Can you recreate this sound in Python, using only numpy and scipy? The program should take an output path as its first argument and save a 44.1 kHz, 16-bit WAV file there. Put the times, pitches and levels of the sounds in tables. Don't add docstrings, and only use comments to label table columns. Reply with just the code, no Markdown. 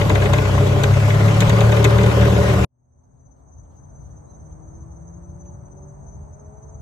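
import sys
import numpy as np
from scipy import signal
from scipy.fft import rfft, irfft, next_fast_len
from scipy.io import wavfile
from scipy.ndimage import uniform_filter1d, map_coordinates

SR = 44100
rng = np.random.default_rng(int(sys.argv[2]) if len(sys.argv) > 2 else 0)


def persist_wave(psi):
    counts = np.round(np.clip(psi, -1, 1) * 32767).astype(np.int16)
    wavfile.write(sys.argv[1], SR, np.atleast_2d(counts).T)


def gain_from_decibels(decibels):
    exponent = np.asarray(decibels, float) / 20
    return 10 ** exponent


N = 300321
TIME = np.arange(N) / SR
CUT_S = 2.6478
FADE_S, FADE_POWER = 1.53, 1.11

# (frequency [Hz], density [dB/Hz])
RUMBLE = [(15, -49), (25, -37.5), (51, -1), (75, 5), (113, -2), (152, -3), (181, -14), (260, -38),
          (340, -62), (570, -120)]
# (frequency [Hz], density [dB/Hz])
ROAR = [(120, -30), (200, 2), (243, -4.5), (486, -6), (582, -4), (907, -7.5), (1450, -21.5), (2360, -38),
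        (5280, -83), (5500, -49), (7150, -81), (12100, -120)]
# (time [s], level [dB])
TRAFFIC = [(2.8, -42.5), (3.2, -42), (3.5, -43.5), (3.8, -42), (4.05, -38.5), (4.3, -42.5), (4.6, -40.5),
           (4.85, -38.5), (5.15, -44), (5.4, -39.5), (5.6, -41), (5.85, -42), (6.1, -42.5), (6.3, -39.5),
           (6.5, -44.5), (6.81, -38.5)]
ROAR_DB, ROAR_DB_PER_S = -51.5, 0.53

# (time [s], firing rate [Hz])
PULLING = [(2.9, 124), (3.5, 138), (4.3, 153), (5.45, 176), (5.9, 194.5), (6.08, 197), (6.25, 204.5),
           (6.41, 204.5), (6.65, 216), (6.81, 219)]
# (frequency [Hz], level [dB])
EXHAUST = [(135, -57), (178, -45.5), (200, -58), (255, -63), (275, -61), (295, -63), (330, -53.5),
           (365, -57), (400, -53), (560, -54), (590, -44), (615, -32.5)]
THIRD_DB = -22
# (time [s], level [dB])
STEADY = [(3.5, -70), (4.5, -62), (5.1, -57), (5.35, -50.5), (5.85, -48), (6.81, -49)]
# (overtone [-], level re firing [dB])
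LOADED = [(2, -8), (4, -4)]
STEADY_HZ, LIFT_S, LIFT_DB = 144.3, 5.95, -16
# (overtone [-], level [dB])
GEAR = [(2, -57), (3, -58)]
GEAR_HZ, GEAR_S, GEAR_LONG_S = 328, 6.06, .07

# (frequency [Hz], density [dB/Hz])
AIR = [(2000, -120), (3000, -11.5), (5500, -17), (6200, 21), (6700, -18.5), (7000, -19), (7500, -6.5),
       (8200, 9.5), (8800, -3), (9200, -17), (10500, -15), (13200, -13), (15800, -36)]
# (pitch [Hz], peak [dB], chirps as (first wing stroke [s], strokes [-]))
CRICKETS = [
    (6160, -50, [(3.208, 3), (3.53, 2), (3.785, 5), (4.31, 1), (4.35, 3), (4.76, 2), (4.97, 3), (5.25, 2), (5.41, 2), (5.665, 2), (5.78, 3), (6.075, 2), (6.34, 3), (6.577, 2)]),
    (6230, -51, [(2.93, 3), (3.485, 3), (4.06, 3), (4.53, 1), (4.63, 3), (4.92, 1), (5.083, 2), (5.432, 2), (5.49, 1), (5.548, 1), (6.093, 2), (6.635, 3)]),
    (6490, -57, [(2.8, 2), (3.12, 3), (3.255, 1), (3.59, 4), (3.93, 3), (4.25, 3), (4.66, 4), (5.0, 4), (5.41, 3), (5.77, 3), (6.035, 1), (6.09, 1), (6.165, 2), (6.345, 2), (6.54, 2), (6.675, 2)]),
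    (6640, -66, [(3.27, 2), (3.7, 2), (4.15, 3), (4.6, 3), (4.95, 2), (5.345, 3), (5.91, 2), (6.28, 2), (6.73, 2)]),
    (6390, -61, [(3.81, 2), (4.2, 2), (4.45, 3), (5.3, 2), (5.61, 2), (5.95, 2)]),
]
STROKE_S, EVERY_S, RISE_HZ = .05, .058, 80
HEDGE_DB, HEDGE_T60_S = -14, .17
# (time [s], level [dB], length [s])
STRIDES = [(3.018, -93, 0.073), (3.36, -84, 0.059), (3.703, -77, 0.077), (4.012, -79.5, 0.12),
           (4.329, -89, 0.055), (4.697, -90.5, 0.065), (4.8, -90.5, .03), (5.422, -85, 0.086),
           (5.999, -92, .06), (6.55, -90.5, 0.12)]
# (time [s], peak [dB], pitch [Hz])
STEMS = [(3.1744, -80, 3790), (3.652, -73.5, 3160), (3.849, -77, 3310), (4.5094, -71, 3050),
         (5.455, -64.5, 2710), (5.5024, -74, 2970), (5.6804, -71, 2730), (5.9074, -78, 2630),
         (6.2424, -74.5, 2570), (6.7254, -81, 2706)]
# (time [s], pitch [Hz], level [dB])
PEEP = [(4.26, 3700, -93), (4.275, 3900, -82), (4.295, 4080, -73), (4.32, 4000, -79), (4.35, 3700, -85),
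        (4.37, 3610, -100)]

# (frequency [Hz], correlation [-])
FIELD_ALIKE = [(60, 1), (180, 0.32), (520, -0.46), (1530, -0.057), (4490, 0.67), (13200, -0.77)]
# (frequency [Hz], level [dB])
FIELD_LEAN = [(60, 1.1), (180, 2.8), (520, 0.79), (1530, 1.0), (4490, 0.77), (13200, 6.7)]
# (frequency [Hz], correlation [-])
RIDE_ALIKE = [(40, .84), (90, .98), (140, .95), (190, .88), (300, .65), (420, .8), (580, .45), (1050, .32),
              (2300, .33), (3000, .15), (4000, .25), (8000, .32)]
# (frequency [Hz], level [dB])
RIDE_LEAN = [(40, 0), (100, 2.2), (190, .3), (350, 2.3), (660, -.4), (1200, 1.3), (2200, 3.6), (5000, 4.4),
             (8000, 2), (13000, 0)]
# (frequency [Hz], phase [rad])
RIDE_LEAD = [(130, .05), (300, -.5), (900, -.7), (1400, 1.2), (1800, 2.8), (2300, 3.1), (3000, 2.7),
             (4000, .7), (6300, .3), (8000, 2.4), (10000, 3.1)]

# (time [s], ping peak [dB], body over ping [dB], body t60 [s])
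RATTLES = [(0.0112, -24, 1, 0.05), (0.0961, -17, -3, 0.043), (0.1513, -19.5, -1, 0.05),
           (0.2179, -24, 1, 0.05), (0.2533, -26.5, 2, 0.05), (0.333, -14.5, -5.5, 0.05),
           (0.3803, -22, -0.5, 0.05), (0.4204, -36.5, -4.5, 0.05), (0.4524, -25.5, -4, 0.05),
           (0.5134, -34, -5, 0.05), (0.5771, -31, 3, 0.05), (0.6225, -30.5, -8, 0.05),
           (0.6686, -26, -9.5, 0.05), (0.8346, -13, -4.5, 0.034), (0.9364, -28.5, -3, 0.05),
           (0.9994, -30, 1.5, 0.046), (1.0564, -30.5, 0, 0.05), (1.0999, -23.5, 0, 0.038),
           (1.2057, -30.5, 1, 0.05), (1.2784, -26, -2, 0.05), (1.3104, -33.5, -3.5, 0.05),
           (1.3434, -25.5, -3.5, 0.05), (1.3694, -31.5, -4.5, 0.05), (1.4047, -10.5, -14, 0.067),
           (1.4173, -20.5, -0.5, 0.05), (1.4948, -14.5, -4.5, 0.046), (1.5637, -27, -2, 0.045),
           (1.5883, -33, -6, 0.05), (1.607, -16, -7.5, 0.05), (1.6464, -32, -4.5, 0.05),
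           (1.719, -20.5, -0.5, 0.05), (1.7659, -22, -3.5, 0.05), (1.8277, -26.5, -13, 0.05),
           (1.8426, -9, -8, 0.043), (1.8488, -17, 2, 0.027), (1.9819, -21.5, -1.5, 0.054),
           (2.0324, -20.5, -4.5, 0.05), (2.0601, -26, -2, 0.05), (2.1089, -31.5, -1, 0.097),
           (2.2099, -22.5, -2, 0.05), (2.2518, -25, -1, 0.05), (2.3001, -29, -4.5, 0.045),
           (2.3604, -30.5, 1.5, 0.05), (2.4952, -25.5, 0.5, 0.05), (2.6224, -35, 1.5, 0.05)]
# (frequency [Hz], width [Hz], level [dB])
BRACKET = [(3600, 450, 0), (4500, 500, -9), (6450, 700, -5), (8200, 1500, -13), (12000, 4000, -17)]
# (frequency [Hz], width [Hz], level [dB])
PANEL = [(1137, 200, -10), (1550, 160, 1.5), (2080, 170, 4), (2550, 110, 0.5), (2980, 150, -5),
         (3650, 400, -10.5)]
SLAP_LAG_S = .0028
PING_DB, PING_T60_S, PING_TAIL_DB, BODY_DB, PING_HEAD = -0.5, 0.031, -3.5, 7.5, 1.5

# (time [s], middle peak [dB], low re middle [dB], high re middle [dB])
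KNOCKS = [(0.013, -19, 3, -3.5), (0.059, -31, -12.5, -15), (0.101, -16.5, 2.5, 3),
          (0.159, -21, -1.5, -11.5), (0.217, -20.5, 1, -1), (0.255, -21, 5, -8), (0.334, -13, -7.5, -0.5),
          (0.387, -18.5, 2.5, 1), (0.454, -21, -3, -2.5), (0.493, -22, -3.5, -10.5),
          (0.523, -25, -11.5, -13.5), (0.549, -21, -7.5, -7), (0.579, -18.5, -10, 4),
          (0.632, -18.5, -2.5, -18.5), (0.677, -24, -3, -2), (0.709, -18.5, -5, -10),
          (0.762, -16.5, -5.5, -9), (0.796, -20.5, -12, -9), (0.836, -18, 3, -3.5),
          (0.883, -23.5, -7.5, -5.5), (0.971, -19.5, -8.5, -12), (1.083, -18.5, -12, -6),
          (1.157, -23.5, -8, -2), (1.21, -22, -3, -9), (1.288, -21, -0.5, -3), (1.382, -22.5, -3.5, -7.5),
          (1.418, -18.5, -1, -0.5), (1.495, -16.5, -4.5, -1.5), (1.53, -21.5, -5.5, -5.5),
          (1.614, -13, -7.5, -9.5), (1.657, -19.5, -4.5, -9), (1.726, -11, -7.5, -16.5),
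          (1.766, -18.5, 3, -6.5), (1.818, -21, -6, -10), (1.843, -12.5, -5, -3.5), (1.923, -20, -4, -8),
          (1.985, -20, 5, -6.5), (2.038, -16.5, 3, -7), (2.131, -23, -3, -1), (2.199, -19.5, -6.5, -5.5),
          (2.252, -25.5, 2, -3), (2.311, -20.5, -6, -11.5), (2.361, -16, -8, -9.5),
          (2.412, -23.5, -2.5, -2), (2.441, -22, 0, -3), (2.463, -20.5, -3, -7.5), (2.502, -16.5, -6.5, -9),
          (2.533, -16, -5.5, -19), (2.598, -23.5, -1, -12.5)]
# (frequency [Hz], width [Hz], level [dB])
KNOCK_LOW = [(423, 45, 0), (463.4, 51, -7.5)]
# (frequency [Hz], width [Hz], level [dB])
KNOCK_MIDDLE = [(584, 23, 2.5), (620, 40, -5.5), (744, 80, -7.5)]
# (frequency [Hz], width [Hz], level [dB])
KNOCK_HIGH = [(853, 60, 0), (1050, 90, 8), (1400, 150, -13)]
KNOCK_DB, KNOCK_T60_S, KNOCK_HEAD = -1.5, 0.09, 3.0

# (frequency [Hz], density [dB/Hz])
ROLL = [(15, -40), (25, -23), (105, -9), (195, -15.5), (248, -25), (300, -19), (352, -27.5), (401, -24.5),
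        (501, -25.5), (575, -17.5), (682, -26.5), (1500, -44.5), (1950, -59.5), (3300, -120)]
# (frequency [Hz], density [dB/Hz])
RUSH = [(400, -42), (700, -4.5), (880, -4.5), (940, -13), (1040, -2.5), (1400, -7), (2100, -9), (3100, -13),
        (4870, -21.5), (6400, -21), (8300, -24), (9500, -31.5), (10700, -25), (12700, -28), (15800, -35)]
SWAY_DB, LUMPY_DB = .8, .8
RUSH_DB, RUSH_POWER = -28.5, 1.1
# (frequency [Hz], width [Hz], level [dB])
CHASSIS = [(309.9, 17, -9.5), (385.8, 17, -0.5), (414.6, 20, 1), (464.4, 22, -5), (568, 19, 7.5),
           (613, 34, -3.5), (763, 72, -3), (913, 35, -4.5), (954, 25, 0), (1037, 14, 4), (1100, 17, -4.5),
           (1217, 8.5, -2.5), (1444, 35, -1), (1665, 34, -12.5)]
# (time [s], level [dB])
SHAKE = [(0, 0.5), (.55, -1), (.85, 0), (1.05, -7), (1.2, 0.5), (1.84, 7.5), (2.3, 4.5), (2.64, 3.5)]
LOWER_DB, UPPER_DB, UPPER_FOLLOWS = -30.5, -32.5, 0.5
# (time [s], turns [Hz])
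SHAFT = [(0.0, 34.49), (0.22, 32.79), (0.44, 32.16), (0.72, 32.59), (1.46, 36.82), (2.06, 37.9),
         (2.18, 37.98), (2.64, 38.5)]
# (time [s], level [dB])
LOAD = [(0, -3), (.15, -3), (.3, 0), (.55, 0), (.8, 0.5), (1.0, 1.5), (1.2, 1), (1.4, 0.5), (1.65, 0.5),
        (1.9, 0), (2.15, -0.5), (2.4, -0.5), (2.64, -0.5)]
# (frequency [Hz], level [dB])
MOUNTS = [(66, -28), (71, -44), (76, -21), (97, -17.5), (111, -14.5), (130, -21.5), (143, -21.5),
          (151, -30.5), (160, -38.5), (179, -28.5), (195, -23), (203, -32.5), (222, -41)]
# (order [-], level [dB])
WEAK_ORDERS = [(1, -47), (2.5, -45.5), (3.5, -46), (4.5, -56.5)]
SIXTH_DB = -7.5

SMEAR_DB, SMEAR_T60_S, SMEAR_HZ = -24, 0.048, 914
GAPS = [(10, 0, 0, .6, .7), (12, .06, 0, 0, 0), (13, .97, 0, .96, .8), (14, .68, .03, .94, .8),
        (15, 0, .06, .06, .8), (16, 0, 1, 0, .98), (17, 0, 1, 0, .98), (18, 0, .99, .03, .98),
        (19, .2, .45, .88, .9), (20, 1, .05, 1, .9), (21, 1, .1, 1, .93), (22, 1, .5, 1, 1)]


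def unit(x):
    return x / np.sqrt(np.mean(x ** 2) + 1e-20)


def along(points, hz):
    f, v = np.transpose(points)
    return np.interp(np.log(hz + 1), np.log(f + 1), v)


def curves(rows):
    s, *cols = np.transpose(rows)
    return [np.interp(TIME, s, c) for c in cols]


def wobble(rate_hz):
    return map_coordinates(rng.standard_normal(N // 50), [TIME * rate_hz])


def noise():
    return rng.standard_normal((2, N))


def filtered(x, response):
    m = next_fast_len(N + SR // 2)
    return irfft(rfft(x, m) * response(np.fft.rfftfreq(m, 1 / SR)), m)[..., :N]


def coloured(x, spectrum):
    return unit(filtered(x, lambda f: gain_from_decibels(along(spectrum, f))))


def resonant(modes):
    def response(f):
        total = 0
        for k, (hz, width, db) in enumerate(modes):
            damping = 1j * f * width
            total = total + (-1) ** k * gain_from_decibels(db) * damping / (hz * hz - f * f + damping)
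        return total
    return response


def patchy(patchy_db):
    z = signal.stft(noise(), nperseg=512)[2]
    field = uniform_filter1d(rng.standard_normal(z.shape[1:]), size=5, axis=0)
    field = uniform_filter1d(field, size=10, axis=1)
    return signal.istft(z * gain_from_decibels(patchy_db * unit(field)), nperseg=512)[1][:, :N]


def hum(turns, orders, flutter_db, rate_hz):
    total = 0
    for k, db in orders:
        strength = 2 ** .5 * gain_from_decibels(db + flutter_db * wobble(rate_hz))
        total = total + strength * np.cos(2 * np.pi * k * turns + k * k + .4 * wobble(1.5))
    return total


def add_at(out, at_s, sound):
    out[:, round(at_s * SR):][:, :sound.shape[1]] += sound


def struck(modes, t):
    return modes[0][0], filtered(TIME == 0, resonant(modes))[None, :len(t)]


def burst(t, decay, body, head):
    hz, answer = body
    uneven = gain_from_decibels(9 * uniform_filter1d(rng.standard_normal(len(t)), size=60))
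    contacts = rng.standard_normal((2, len(t))) * uneven * decay
    touch = head * np.sin(np.pi * np.clip(t * hz * 2, 0, 1))
    rung = signal.fftconvolve(contacts + touch, answer, axes=1)[:, :len(t)]
    return rung / np.abs(rung).max(axis=1, keepdims=True)


def ports(pair, alike, lean, lead):
    def turn(f):
        return np.arccos(np.clip(along(alike, f), -1, 1)) / 2

    def tilt(f):
        gain = gain_from_decibels(np.outer([.5, -.5], along(lean, f)))
        return gain * np.exp(np.outer([.5j, -.5j], along(lead, f)))

    mid, side = filtered(pair, lambda f: np.array([np.cos(turn(f)), np.sin(turn(f))]))
    return filtered(np.array([mid + side, mid - side]), tilt)


def far_road():
    flow_db, = curves(TRAFFIC)
    rumble = gain_from_decibels(flow_db + 0.91 * wobble(5.1)) * coloured(patchy(1.0), RUMBLE)
    roar = gain_from_decibels(ROAR_DB + ROAR_DB_PER_S * (TIME - CUT_S)) * coloured(patchy(.8), ROAR)
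    return rumble + roar


def pulling_engine():
    hz, = curves(PULLING)
    overtones = [(k, along(EXHAUST, k * hz) + THIRD_DB * (k == 3)) for k in (1, 2, 3)]
    return hum(np.cumsum(hz + .8 * wobble(6)) / SR, overtones, flutter_db=2.6, rate_hz=6)


def steady_engine():
    db, = curves(STEADY)
    lifted_db = LIFT_DB * np.clip((TIME - LIFT_S) / .1 + .5, 0, 1) - 1
    overtones = [(1, db)] + [(k, db + over_db + lifted_db) for k, over_db in LOADED]
    firing = hum(STEADY_HZ * TIME, overtones, flutter_db=1.2, rate_hz=12)
    gear_turns = np.cumsum(GEAR_HZ + 2.5 * wobble(30)) / SR
    swell = np.exp(-((TIME - GEAR_S) / GEAR_LONG_S) ** 2)
    return firing + swell * hum(gear_turns, GEAR, flutter_db=2, rate_hz=25)


def insect_choir():
    blur = unit(filtered(noise(), lambda f: 1 / (1 + ((f - 6480) / 170) ** 4)))
    trill = unit(filtered(noise(), lambda f: 1 / (1 + ((f - 6190) / 80) ** 4)))
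    far = gain_from_decibels(-74 + 3 * wobble(5) + 1.44 * wobble(33)) * blur
    far += gain_from_decibels(-75 + 3 * wobble(3)) * trill
    return far + gain_from_decibels(-67) * coloured(patchy(1.0), AIR)


def crickets():
    near, t = np.zeros((2, N + SR)), np.arange(round(STROKE_S * SR)) / SR
    swell = np.sin(np.pi * t / STROKE_S) ** 2
    for hz, db, chirps in CRICKETS:
        for s in [first + k * EVERY_S for first, strokes in chirps for k in range(strokes)]:
            turns = (hz + rng.normal(0, 13.0)) * t + RISE_HZ * (t / STROKE_S - 1) * t / 2
            tone = np.sin(2 * np.pi * turns + rng.uniform(0, 2 * np.pi, (2, 1)))
            add_at(near, s - STROKE_S / 2, gain_from_decibels(db + rng.normal(0, 1.2)) * swell * tone)
    tail = rng.standard_normal((2, SR // 4)) * gain_from_decibels(-60 * TIME[:SR // 4] / HEDGE_T60_S)
    tail = tail / np.linalg.norm(tail[0])
    near = near + gain_from_decibels(HEDGE_DB) * signal.fftconvolve(near, tail, axes=1)[:, :N + SR]
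    rough_db = -2.5 + 1.6 * np.array([wobble(90), wobble(90)]) + .6 * wobble(700)
    return gain_from_decibels(rough_db) * near[:, :N]


def bird():
    hz, db = curves(PEEP)
    tone = np.sin(2 * np.pi * np.cumsum(hz) / SR) * (TIME > 4.25) * (TIME < 4.38)
    peep = gain_from_decibels(db + 2.96 * np.sin(2 * np.pi * 85 * TIME)) * tone
    tail = rng.standard_normal((2, SR // 4)) * gain_from_decibels(-39 - 60 * TIME[:SR // 4] / .45)
    return peep + signal.fftconvolve(peep[None], tail, axes=1)[:, :N]


def running_feet():
    swish = sum(gain_from_decibels(db) * np.exp(-((TIME - s - long / 2) / (long / 2)) ** 4) for s, db, long in STRIDES)
    grass = [(1500, -40), (3000, 1), (4500, 0), (8000, -8), (10300, -9), (12500, 0), (15800, -11)]  # (Hz, dB)
    out, t = swish * coloured(patchy(4.0), grass), np.arange(SR // 40) / SR
    for s, db, hz in STEMS:
        drift = np.cumsum(rng.normal(0, .3, (2, len(t))), axis=1)
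        envelope = gain_from_decibels(db + 2 - 60 * t / .04) * (1 - np.exp(-t / .0015))
        add_at(out, s, envelope * np.sin(2 * np.pi * hz * t + drift))
    return out


def rattles():
    out, t = np.zeros((2, N + SR)), np.arange(SR // 12) / SR
    bracket, panel = struck(BRACKET, t), struck(PANEL, t)
    for s, db, body_db, t60_s in RATTLES:
        ping_decay = gain_from_decibels(-60 * t / PING_T60_S) + gain_from_decibels(PING_TAIL_DB - 60 * t / t60_s)
        slap_decay = (1 - np.exp(-t / .0005)) * gain_from_decibels(-60 * t / t60_s)
        add_at(out, s, gain_from_decibels(db + PING_DB) * burst(t, ping_decay, bracket, PING_HEAD))
        add_at(out, s + SLAP_LAG_S, gain_from_decibels(db + body_db + BODY_DB) * burst(t, slap_decay, panel, 0))
    return out[:, :N]


def knocks():
    out, t = np.zeros((2, N + SR)), np.arange(SR // 8) / SR
    decay = gain_from_decibels(-60 * t / KNOCK_T60_S)
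    bodies = [struck(modes, t) for modes in (KNOCK_LOW, KNOCK_MIDDLE, KNOCK_HIGH)]
    for s, db, low_db, high_db in KNOCKS:
        low, middle, high = [burst(t, decay, body, KNOCK_HEAD) for body in bodies]
        add_at(out, s, gain_from_decibels(db + KNOCK_DB) * (gain_from_decibels(low_db) * low + middle + gain_from_decibels(high_db) * high))
    return out[:, :N]


def wheels_and_fan(hz, throb):
    roll = gain_from_decibels(-20.0 + SWAY_DB * wobble(5.3)) * coloured(throb * patchy(LUMPY_DB), ROLL)
    rush_db = RUSH_DB + 0.38 * wobble(23) + 0.24 * wobble(2.6)
    rush = gain_from_decibels(rush_db) * coloured(throb ** 0.34 * patchy(2.0), RUSH)
    return roll + (hz / 35) ** RUSH_POWER * rush


def chassis_drone(turns, throb):
    at = np.flatnonzero(np.diff(np.floor(turns)))
    chance = rng.standard_normal((len(at), 2))
    late = np.clip(at + (chance[:, 0] * 5).astype(int), 0, N - 1)
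    blows = np.zeros((2, N))
    blows[0, late] = gain_from_decibels(chance[:, 1] + 1.2 * (-1.) ** np.arange(len(at)))
    shaken = filtered(0.57 * unit(blows) + 1.3 * throb * patchy(1.24), resonant(CHASSIS))
    lower = filtered(shaken, lambda f: 1 / (1 + (f / 500) ** 12))
    shake_db, = curves(SHAKE)
    drone = gain_from_decibels(LOWER_DB + shake_db) * unit(lower)
    return drone + gain_from_decibels(UPPER_DB + UPPER_FOLLOWS * shake_db) * unit(shaken - lower)


def shaft_orders(turns, hz):
    load_db, = curves(LOAD)
    strong = [(k, along(MOUNTS, k * hz) + SIXTH_DB * (k > 5.5)) for k in range(2, 7)]
    orders = gain_from_decibels(load_db) * hum(turns, strong, flutter_db=1.0, rate_hz=13)
    return orders + hum(turns, WEAK_ORDERS, flutter_db=3.0, rate_hz=3.4)


def cart():
    hz, = curves(SHAFT)
    turns = np.cumsum(hz) / SR
    throb = gain_from_decibels(2.0 * np.cos(2 * np.pi * turns) + 2.0 * np.cos(np.pi * turns))
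    orders = [[1], [0]] * shaft_orders(turns, hz)
    return orders + chassis_drone(turns, throb) + wheels_and_fan(hz, throb)


def scene():
    fade = np.clip((TIME - CUT_S) / FADE_S, 0, 1) ** FADE_POWER
    engines = [[1.1], [0]] * np.sqrt(fade) * (pulling_engine() + steady_engine())
    field = fade * (far_road() + insect_choir() + crickets()) + engines + bird() + running_feet()
    field = ports(field, FIELD_ALIKE, FIELD_LEAN, [(60, 0)])
    ride = ports(rattles() + knocks() + cart(), RIDE_ALIKE, RIDE_LEAN, RIDE_LEAD)
    edge = np.clip((CUT_S - TIME) * SR / 6, 0, 1)
    dull = filtered(ride, lambda f: 1 / (1 + (f / SMEAR_HZ) ** 6))
    smear = gain_from_decibels(SMEAR_DB - 60 * np.abs(TIME - CUT_S) / SMEAR_T60_S) * (TIME > CUT_S) * dull
    return ride * edge + smear + field * np.clip((TIME - CUT_S) / 0.079, 0, 1)


def treble_gaps(pair):
    _, t, z = signal.stft(np.pad(pair, ((0, 0), (17, 0))), SR, nperseg=2048)
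    luck = rng.uniform(size=(len(GAPS), 2, len(t)))[..., np.arange(len(t)) // 2]
    keep = np.ones(z.shape)
    keep[:, 23 * 32:] = 0
    for (band, *share), draw in zip(GAPS, luck):
        silent = np.where(t < CUT_S, np.c_[share[:2]], np.c_[share[2:]])
        keep[:, band * 32:band * 32 + 32] = (draw > silent)[:, None]
    return signal.istft(z * keep, SR, nperseg=2048)[1][:, 17:N + 17]


def band_limit(x):
    return signal.sosfilt(signal.butter(12, 15850, fs=SR, output="sos"), x)


def record(dry):
    left, right = dry / (1 + np.abs(dry) ** 8) ** (1 / 8)
    mid, side = treble_gaps(np.array([left + right, left - right]) / 2)
    return band_limit(np.array([mid + side, mid - side]))


dry = scene()
out = record(dry)
persist_wave(out)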